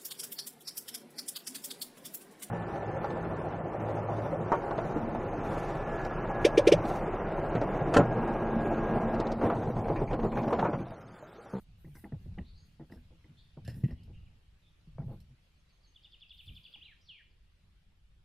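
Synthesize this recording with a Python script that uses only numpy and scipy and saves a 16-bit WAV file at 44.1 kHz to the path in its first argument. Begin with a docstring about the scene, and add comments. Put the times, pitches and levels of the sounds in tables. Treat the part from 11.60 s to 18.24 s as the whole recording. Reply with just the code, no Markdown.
"""A faint river hush and the rustle of a net in a small boat, soon joined by dull thumps and knocks of shifted gear.
Blows reach the microphone through the hull as low cycles and ringing panels; a loose fitting ticks and scrapes.
Weight shifts and dragged gear are slow swells of low noise; net and hush are shaped, patchy stereo noise.
Far birds call as gliding sines, mostly echo; on the wooded bank a finch sings growing pairs, a trill and a
falling flourish, its gliding, buzzing sines scattered by the trees."""
import sys
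import numpy as np
from scipy import signal
from scipy.fft import rfft, irfft, next_fast_len
from scipy.io import wavfile
from scipy.ndimage import uniform_filter1d, map_coordinates

SR = 44100
rng = np.random.default_rng(int(sys.argv[2]) if len(sys.argv) > 2 else 0)


def generate_wav(sig):
    """Save sig (samples, or channels by samples) to the path in sys.argv[1] as 16-bit PCM at SR."""
    pcm = np.round(np.clip(np.atleast_2d(sig).T, -1, 1) * 32767).astype(np.int16)
    wavfile.write(sys.argv[1], SR, pcm)


def gain_from_db(level_db):
    """Turn a decibel level (scalar or array-like) into a linear amplitude factor."""
    decades = np.asarray(level_db, float) / 20
    return 10 ** decades


N = 292846  # samples in the scene


def unit(x):
    """Scaled to rms 1."""
    return x / np.sqrt(np.mean(x ** 2) + 1e-20)


def along(points, hz):
    """Values of (Hz, value) points, joined on a log frequency axis."""
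    f, v = np.transpose(points)
    return np.interp(np.log(hz + 1), np.log(f + 1), v)


def curves(rows):
    """One value per sample for each column after the time."""
    s, *cols = np.transpose(rows)
    return [np.interp(np.arange(N) / SR, s, c) for c in cols]


def wobble(rate):
    """A smooth random curve, rate knots a second, 400 at most."""
    knots = rng.standard_normal(N // 100)
    return map_coordinates(knots, [np.arange(N) * min(rate, 400) / SR])


def filtered(x, response):
    """x times a complex response of frequency."""
    m = next_fast_len(N + SR // 2)
    return irfft(rfft(x, m) * response(np.fft.rfftfreq(m, 1 / SR)), m)[..., :N]


def ringing(x, modes):
    """x through parallel (Hz, width Hz, dB) resonances of alternating sign."""
    def response(f):
        return sum((-1) ** k * gain_from_db(db) * 1j * f * width / (hz * hz - f * f + 1j * f * width)
                   for k, (hz, width, db) in enumerate(modes))
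    return filtered(x, response)


def rush(spectrum, alike, patchy_db=0):
    """Stereo noise of rms 1 with patches of random gain; alike sets the left-right likeness by frequency."""
    z = signal.stft(rng.standard_normal((2, N)), nperseg=512)[2]
    field = uniform_filter1d(rng.standard_normal(z.shape[1:]), size=3, axis=0)
    field = uniform_filter1d(field, size=8, axis=1)
    pair = signal.istft(z * gain_from_db(patchy_db * unit(field)), nperseg=512)[1][:, :N]

    def response(hz):
        turn = np.arccos(np.clip(along(alike, hz), -1, 1)) / 2
        return gain_from_db(along(spectrum, hz)) * [np.cos(turn), np.sin(turn)]
    mid, side = filtered(pair, response)
    return unit(np.array([mid + side, mid - side]))


def add(track, s, sound):
    """Mixes a sound into the track at time s."""
    track[round(s * SR):][:len(sound)] += sound


def swell(t, time):
    """Rises to 1 at the given time, 1 ms at the least, and dies away."""
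    u = t / max(time, .001)
    return u * np.exp(1 - u)


def river_hush():
    """River and leaves: steady, faintly patchy noise that slowly sinks."""
    # hush level before its slow wander: (time [s], level [dB])
    hush_level = [(0, -72), (2.5, -73), (4.5, -73.5), (6.64, -76.5)]
    # hush spectrum: (frequency [Hz], relative density [dB per Hz])
    hush_spectrum = [(100, -20), (150, -6), (220, -18), (400, -21), (1000, -25), (1800, -24), (2900, -22),
                     (4500, -27), (6000, -34), (8000, -37), (12700, -39), (12900, -62)]
    # how alike both microphone ports hear it: (frequency [Hz], left-right likeness [0..1])
    likeness = [(60, 0.75), (180, 0.81), (550, 0.32), (1650, 0.12), (4970, 0.12), (15000, 0.17)]
    level_db, = curves(hush_level)
    return gain_from_db(level_db + 0.6 * wobble(2.86)) * rush(hush_spectrum, likeness, patchy_db=2.3)


def handling():
    """Weight shifts sway the boat and gear drags over its floor in lumps."""
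    # how hard weight and gear are shifted, before lumps: (time [s], drag level [dB])
    effort = [(0, -60), (.45, -64), (.7, -47), (.87, -58), (1.15, -69.5), (1.4, -63), (1.9, -68),
              (2.1, -45), (2.35, -51), (2.7, -59.5), (2.85, -72), (3.2, -74.5), (3.45, -45), (3.82, -75),
              (4.8, -78), (4.9, -55.5), (5.05, -77.5), (6.64, -75)]
    # swaying boat: (frequency [Hz], relative density [dB per Hz])
    sway_spectrum = [(20, 3.5), (50, 6.5), (95, 0), (150, -50), (300, -120)]
    # dragged gear: (frequency [Hz], relative density [dB per Hz])
    drag_spectrum = [(50, -28.5), (80, 3.5), (170, -3), (300, -24.5), (900, -40), (2000, -120)]
    drag_db, = curves(effort)
    # mean sway -61.5 dB before its wander; it follows the drag by 0.53 dB per dB
    sway_db = -61.5 + 0.53 * (drag_db - drag_db.mean())
    sway = gain_from_db(sway_db + 2.2 * wobble(7.2)) * rush(sway_spectrum, [(50, 0.95)])
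    drag = gain_from_db(drag_db + 2.2 * wobble(12)) * rush(drag_spectrum, [(150, 1.0)], patchy_db=1.0)
    return sway + drag


def net():
    """Wet mesh slides in strokes that start fast and fade, crackling unevenly."""
    # strokes of the net before the crackle: (time [s], length [s], rustle level [dB])
    strokes = [(0, 0.053, -74.5), (0.176, 0.28, -77.5), (0.341, 0.16, -70), (0.552, 0.2, -86),
               (1.045, 0.14, -85), (1.253, 0.26, -83.5), (2.05, 0.31, -73.5), (3.443, 0.19, -82),
               (4.718, 0.59, -80)]
    # rustling mesh: (frequency [Hz], relative density [dB per Hz])
    mesh_spectrum = [(4000, -25), (6500, -12), (9000, -4), (11500, 0), (15600, -5), (15750, -60)]
    stroke = np.zeros(N + SR)
    for s, length, db in strokes:
        u = np.linspace(0, 1, round(length * SR))
        add(stroke, s, gain_from_db(db) * np.sin(np.pi * u ** 0.5))
    swish = rush(mesh_spectrum, [(10000, .15)], patchy_db=4)
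    return stroke[:N] * gain_from_db(2.4 * wobble(30)) * swish


def hull():
    """A soft blow rocks the hull for a few low cycles; its edge rings the panels, the high ones more if it is hard."""
    # blows on the hull: (time [s], thump envelope peak [dB], thump pitch [Hz], knock peak [dB], swell time [s])
    blows = [(0.244, -45, 152.6, -45.5, 0.018), (0.266, -45.5, 147.4, -74, 0.028),
             (0.352, -62, 132, -47.5, 0.012), (0.438, -46, 198, -39.5, 0.016),
             (0.519, -37.5, 188, -38.5, 0.012), (0.531, -28.5, 146, -65, 0.006),
             (0.555, -37, 99, -65, 0.011), (0.658, -38, 140, -48.5, 0.0054),
             (0.719, -48.5, 185, -60, 0.0065), (0.776, -37, 181.6, -38.5, 0.014),
             (0.81, -33, 78.5, -49, 0.0056), (1.195, -47, 332.5, -42.5, 0.015),
             (1.198, -46, 145, -50, 0.019), (1.299, -53, 152, -51.5, 0.0075),
             (1.32, -49, 185, -44.5, 0.013), (1.355, -48, 76, -51.5, 0.017),
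             (1.506, -58.5, 114, -56, 0.018), (1.643, -56.5, 121, -54.5, 0.015),
             (1.693, -50, 150, -61, 0.011), (1.97, -40, 144, -41, 0.011), (2.078, -36.5, 123, -35, 0.012),
             (2.102, -41, 113.8, -51, 0.052), (2.168, -31, 140, -55, 0.0041),
             (2.235, -18.5, 130, -32.5, 0.008), (2.259, -24.5, 173, -69, 0.0037),
             (2.283, -42, 151.4, -42, 0.018), (2.306, -44, 113, -43, 0.012),
             (2.326, -32.5, 67.2, -73, 0.0074), (2.475, -49.5, 127.8, -51.5, 0.021),
             (2.628, -55, 95, -57.5, 0.006), (3.27, -48, 157, -63, 0.012), (3.382, -44, 130, -38, 0.015),
             (3.39, -31.5, 145, -54, 0.012), (3.461, -33, 127, -53, 0.009),
             (3.478, -53.5, 123, -45.5, 0.023), (3.49, -34.5, 122.2, -62, 0.011),
             (3.536, -45, 151, -50.5, 0.004), (3.696, -51, 128.4, -63, 0.02),
             (4.873, -43.5, 88.4, -65, 0.0096), (4.905, -40, 60.4, -60.5, 0.0072),
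             (5.157, -72, 85, -59.5, 0.014)]
    # panel modes before each blow's tilt and mix: (frequency [Hz], width [Hz], level [dB])
    panels = [(242, 13.4, 5.5), (320.6, 61, 13.5), (468, 194, 13), (656, 52, -5.5), (802, 53, -1.5),
              (993, 100, -17), (1293, 230, -16)]
    # the more knock over thump, the harder the contact: tilt at equal levels [dB per octave], change per dB
    tilt_db, tilt_per_db = -1.5, 0.96
    mode_vary_db = 3  # each blow lands elsewhere and rings the panels in another mix
    bite_s = 0.015  # blows that swell slower than this are scuffs and lose their sharp edge

    boat, t = np.zeros(N + SR), np.arange(SR // 5) / SR
    lumps = gain_from_db(3 * wobble(90))  # the contact chatters
    mode_hz, width, mode_db = np.transpose(panels)[..., None]
    modes = gain_from_db(mode_db) * np.exp(-np.pi * width * t) * np.sin(2 * np.pi * mode_hz * t)
    for s, db, hz, knock_db, time in blows:
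        thump = swell(t, time) ** 1.73 * np.sin(2 * np.pi * hz * t)
        add(boat, s, gain_from_db(db) * thump)

        hard_db = tilt_db + tilt_per_db * (knock_db - db)
        mix_db = hard_db * np.log2(mode_hz / 500) + mode_vary_db * rng.standard_normal(mode_hz.shape)
        ring = np.sum(gain_from_db(mix_db) * modes, axis=0)
        bite = min(bite_s / time, 1) ** 2 * swell(t, 0.0019)
        scuff = 0.5 * swell(t, 1.05 * time) ** 1.46 * lumps[round(s * SR):][:len(t)]
        edge = (bite + scuff) * rng.standard_normal(len(t))
        soft = uniform_filter1d(edge, size=15)  # a yielding contact carries little treble
        knock = signal.fftconvolve(soft, ring)
        add(boat, s, gain_from_db(knock_db) * knock / np.abs(knock).max())
    # the two microphone ports ride the shaking a little apart
    apart = gain_from_db(-33.0) * np.gradient(boat[:N]) * SR / 1000
    return boat[:N] + np.array([apart, -apart])


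def fitting():
    """A tick strikes the fitting's modes, shakes them and leaves a grainy rattle; scrapes add a bright rasp."""
    # ticks: (time [s], shake drive [dB], shake time, twice its rise [s], upper modes over main mode's drive [dB],
    # main pitch, which depends on how the fitting rests [Hz])
    ticks = [(0.247, -45, 0.0073, -21, 1950), (0.351, -40.5, 0.011, -31, 1610),
             (0.354, -41, 0.014, -29, 2010), (0.388, -56, 0.012, -20, 1930),
             (0.4432, -27.5, 0.0013, -18, 1970), (0.5226, -42, 0.0028, -21, 1840),
             (0.7845, -29, 0.0037, -2, 1914), (1.197, -49, 0.018, -15, 1900),
             (1.297, -49, 0.0094, -12, 1670), (1.322, -34.5, 0.0024, -10, 1840),
             (1.367, -48.5, 0.011, -18, 1560), (1.6423, -44.5, 0.0041, -21, 1950),
             (2.05, -43, 0.023, 0, 1690), (2.077, -35, 0.019, -22, 1815), (2.094, -48, 0.0079, -6, 1900),
             (2.238, -34, 0.0094, -3.5, 1940), (2.278, -51, 0.015, 3.5, 1890),
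             (2.3053, -38, 0.0042, -15, 1910), (3.382, -51, 0.013, -14, 2250),
             (3.421, -52, 0.0063, -8, 1980)]
    # upper mode, passed twice: (frequency [Hz], width [Hz], level of each pass [dB])
    upper_mode = [(2780, 430, -1.3)]
    # bright scrapes, each with a brief ping: (time [s], bite level [dB], bite time [s], ping pitch [Hz])
    scrapes = [(0.351, -71.5, 0.0044, 5900), (1.316, -71.5, 0.0035, 5010), (2.048, -65, 0.0027, 3960),
               (2.0767, -54.5, 0.001, 7400), (2.097, -68, 0.0066, 5280), (2.238, -73, 0.0032, 6700),
               (2.307, -73, 0.002, 4600), (2.433, -72, 0.0015, 4840), (3.602, -68.5, 0.0014, 4080)]
    # rasp of the scrapes: (frequency [Hz], relative density [dB per Hz])
    rasp_spectrum = [(1200, -42), (2500, -8), (4100, -4), (4700, -7.5), (5300, -1), (6300, -17),
                     (11000, -11), (12600, -11), (14000, -46.5)]
    main_width_hz = 254
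    rattle_db, rattle_slower = -18, 6.2  # after-rattle under the shake [dB], its time over the shake's
    tail_db, tail_slower = -6.5, 6.7  # scrape tail against the bite [dB], its time over the bite's
    ping_db = 1  # ping over the bite's drive

    low, upper, rasp, ping = np.zeros((4, N + SR))
    t = np.arange(SR // 5) / SR
    grain = gain_from_db(2.3 * wobble(200))
    jolts = np.sign(rng.standard_normal(N))
    short_t = t[:SR // 20]
    decay = np.pi * main_width_hz * short_t
    for s, db, time, upper_db, hz in ticks:
        here = slice(round(s * SR), round(s * SR) + len(t))
        rattle = swell(t, .5 * time * rattle_slower) * grain[here]
        shake = (swell(t, .5 * time) + gain_from_db(rattle_db) * rattle) * jolts[here]
        shake += gain_from_db(23.5) * swell(t * 20, .001) / 6  # first contact, over in a fraction of a millisecond
        mode = 2 * np.pi * main_width_hz / SR * decay * np.exp(-decay) * np.sin(2 * np.pi * hz * short_t)
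        add(low, s, gain_from_db(db) * signal.fftconvolve(shake, mode))
        add(upper, s, gain_from_db(db + upper_db) * shake)
    for s, db, time, hz in scrapes:
        bite = swell(t, time)
        tail = gain_from_db(tail_db) * swell(t, time * tail_slower) * grain[round(s * SR):][:len(t)]
        add(rasp, s, gain_from_db(db) * (bite + tail))
        add(ping, s, gain_from_db(db + ping_db) * bite * np.sin(2 * np.pi * hz * t))
    clack = low[:N] + ringing(ringing(upper[:N], upper_mode), upper_mode)
    clack = filtered(clack, lambda hz: 1 / (1 + 1j * hz / 3800) ** 2)  # rounded edges give little above the modes
    scratch = rush(rasp_spectrum, [(3500, .85), (14000, .3)], patchy_db=4)
    return clack + rasp[:N] * scratch + ping[:N]


def whistles(notes):
    """Each note is a sine gliding through three pitches; a fast uneven warble of its pitch makes it buzz."""
    track = np.zeros(N + SR)
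    warble = unit(filtered(rng.standard_normal(N + SR), lambda f: (f > 60) & (f < 400)))
    for s, length, start_hz, middle_hz, end_hz, db, buzz_hz in notes:
        u = np.linspace(0, 1, round(length * SR))
        hz = np.polyval(np.polyfit([0, .5, 1], [start_hz, middle_hz, end_hz], deg=2), u)
        hz += buzz_hz * warble[round(s * SR):][:len(u)]
        envelope = np.sin(np.pi * u ** 0.85) ** .7
        add(track, s, gain_from_db(db) * envelope * np.sin(2 * np.pi * np.cumsum(hz) / SR))
    return track[:N]


def trees(x, alike, count=4):
    """Trunks and stirring leaves scatter a call into tails that build up, then die away, slowest at 2.6 to 5.5 kHz."""
    # decay among the trees: (frequency [Hz], time to fall by 60 dB [s])
    decay_times = [(1500, 0.22), (2600, 0.52), (5500, 0.5), (8000, 0.22)]
    flutter, flutter_rate = 2.2, 400  # moving leaves shake what they scatter: depth, knots a second
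    hz, t, z = signal.stft(rng.standard_normal((2, count, SR)), SR, nperseg=256)
    fade = gain_from_db(-60 * t / along(decay_times, hz)[:, None])
    a, b = signal.istft(z * fade, SR, nperseg=256)[1]
    build = np.minimum(np.arange(a.shape[1]) / SR / .015, 1)  # over 15 ms
    turn = np.arccos(np.clip(alike, 0, 1)) / 2
    tail = build * (np.cos(turn) * a + np.sin(turn) * np.array([b, -b])) / np.linalg.norm(a[0])
    # forty times a second the next tail takes over, in rotation
    stir = (np.arange(N) / SR * 40 - np.arange(count)[:, None]) % count
    share = np.sin(np.pi / 2 * np.minimum(stir, 2))
    share = share * (1 + flutter * wobble(flutter_rate)) / np.hypot(1, flutter)
    return signal.fftconvolve((x * share)[None], tail, axes=2).sum(axis=1)[:, :N]


def far_birds(buzz_hz=150):
    """Distant calls arrive blurred, mostly as echo."""
    # far calls: (time [s], length [s], start pitch [Hz], end pitch [Hz], level before echo [dB])
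    calls = [(0.846, 0.04, 3510, 4660, -68), (0.932, 0.057, 3700, 5080, -71),
             (1.768, 0.035, 3370, 3870, -67), (1.776, 0.026, 4120, 4600, -70.5),
             (2.36, 0.061, 3050, 2750, -74.5), (2.528, 0.048, 2788, 2776, -69),
             (2.653, 0.033, 3210, 2130, -72), (3.015, 0.068, 3840, 3300, -75)]
    voice = whistles([(s, length, a, (a + b) / 2, b, db, buzz_hz) for s, length, a, b, db in calls])
    return voice + gain_from_db(2.5) * trees(voice, alike=0.74)


def finch(top_hz=3450):
    """After another bird's thin note, pairs grow, a syllable repeats louder and slurs deeper, a flourish closes."""
    # another bird's thin note, levels here and below before beak and echo: (time [s], length [s],
    # start pitch [Hz], middle pitch [Hz], end pitch [Hz], level [dB], buzz [Hz rms])
    thin_call = [(.97, .095, 6520, 6550, 6450, -62.5, 54)]
    # one opening pair, a falling chip and a thin held note: (time from the chip [s], length [s],
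    # start pitch [Hz], middle pitch [Hz], end pitch [Hz], level within the pair [dB], buzz [Hz rms])
    pair = [(0, 0.0442, 5090, 4450, 4380, -3.5, 134), (0.037, 0.037, 6400, 6380, 6410, -2.5, 55)]
    # one syllable, two soft chips and a down-slur in two parts, loud at its head: (time from the slur [s], length [s],
    # full-depth start, middle and end pitch [Hz], level within the syllable [dB], buzz [Hz rms])
    syllable = [(-.021, 0.023, 5040, 4620, 4150, -16, 303), (-.011, 0.0039, 3860, 3299, 3120, -10.5, 150),
                (-.002, 0.011, 3440, 3449, 3210, -4.5, 40), (.004, 0.0204, 3400, 2850, 2230, -6, 80)]
    # clear slurs of the closing flourish: (time [s], length [s], start pitch [Hz], middle pitch [Hz],
    # end pitch [Hz], level [dB])
    flourish = [(5.21, 0.03, 2395, 3094, 3800, -49.5), (5.237, 0.03, 3990, 3940, 3950, -57),
                (5.251, 0.027, 3460, 2770, 2610, -51), (5.271, 0.042, 2540, 2263, 2000, -50.5),
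                (5.312, 0.025, 1900, 1730, 1570, -48.5), (5.407, 0.022, 4900, 5040, 4860, -61.5),
                (5.485, .052, 3563, 2876, 2500, -47.5), (5.531, 0.064, 2604, 2345, 2020, -51),
                (5.589, 0.032, 1950, 1740, 1530, -49)]
    # its wheezy notes: (time [s], length [s], start pitch [Hz], end pitch [Hz], level [dB])
    wheezes = [(5.409, 0.074, 5900, 5200, -63.5), (5.45, 0.072, 4900, 3500, -60.5),
               (5.697, 0.042, 5560, 3800, -73.5)]
    # the beak's resonance: (frequency [Hz], width [Hz], level [dB])
    beak = [(3300, 930, 0.5)]
    clear_buzz_hz, wheeze_buzz_hz = 35.7, 250
    vary_pitch, vary_db, vary_s = .01, 1, .0005  # no two notes of the trill are alike

    notes = list(thin_call)
    for k in range(4):
        start, gain_db = 3.801 + k * .1425, -75.5 + k * 6
        notes += [(start + lag, length, *hz, db + gain_db, buzz_hz)
                  for lag, length, *hz, db, buzz_hz in pair]
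    for k in range(10):
        start, gain_db = 4.3588 + k * .0867, -51 + 3 * np.sqrt(k)
        depth = min(0.65 + k * 0.093, 1)  # share of the full slur below top_hz
        for lag, length, *hz, db, buzz_hz in syllable:
            pitch, level = rng.standard_normal(2)
            slur = np.array([top_hz + (f - top_hz) * depth if f < top_hz else f for f in hz])
            slur = (1 + vary_pitch * pitch) * slur
            note_db = db + vary_db * level + gain_db
            notes.append((start + lag + vary_s * level, length, *slur, note_db, buzz_hz))
    notes += [(*note, clear_buzz_hz) for note in flourish]
    notes += [(s, length, a, (a + b) / 2, b, db, wheeze_buzz_hz) for s, length, a, b, db in wheezes]
    voice = ringing(whistles(notes), beak)  # the open beak favours the middle of the range
    return voice + gain_from_db(-3.0) * trees(voice, alike=0.52)


def scene():
    """Boat, birds and the hush of river and leaves."""
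    boat = handling() + net() + hull() + fitting()
    birds = far_birds() + finch()
    return river_hush() + boat + birds


def band_limit(x):
    """A steep low-pass at the top of the band."""
    return signal.sosfilt(signal.butter(12, 15710, fs=SR, output="sos"), x)


def record(dry):
    """The finished stereo mix as the camera in the boat keeps it."""
    return band_limit(dry)


dry = scene()
out = record(dry)
generate_wav(out)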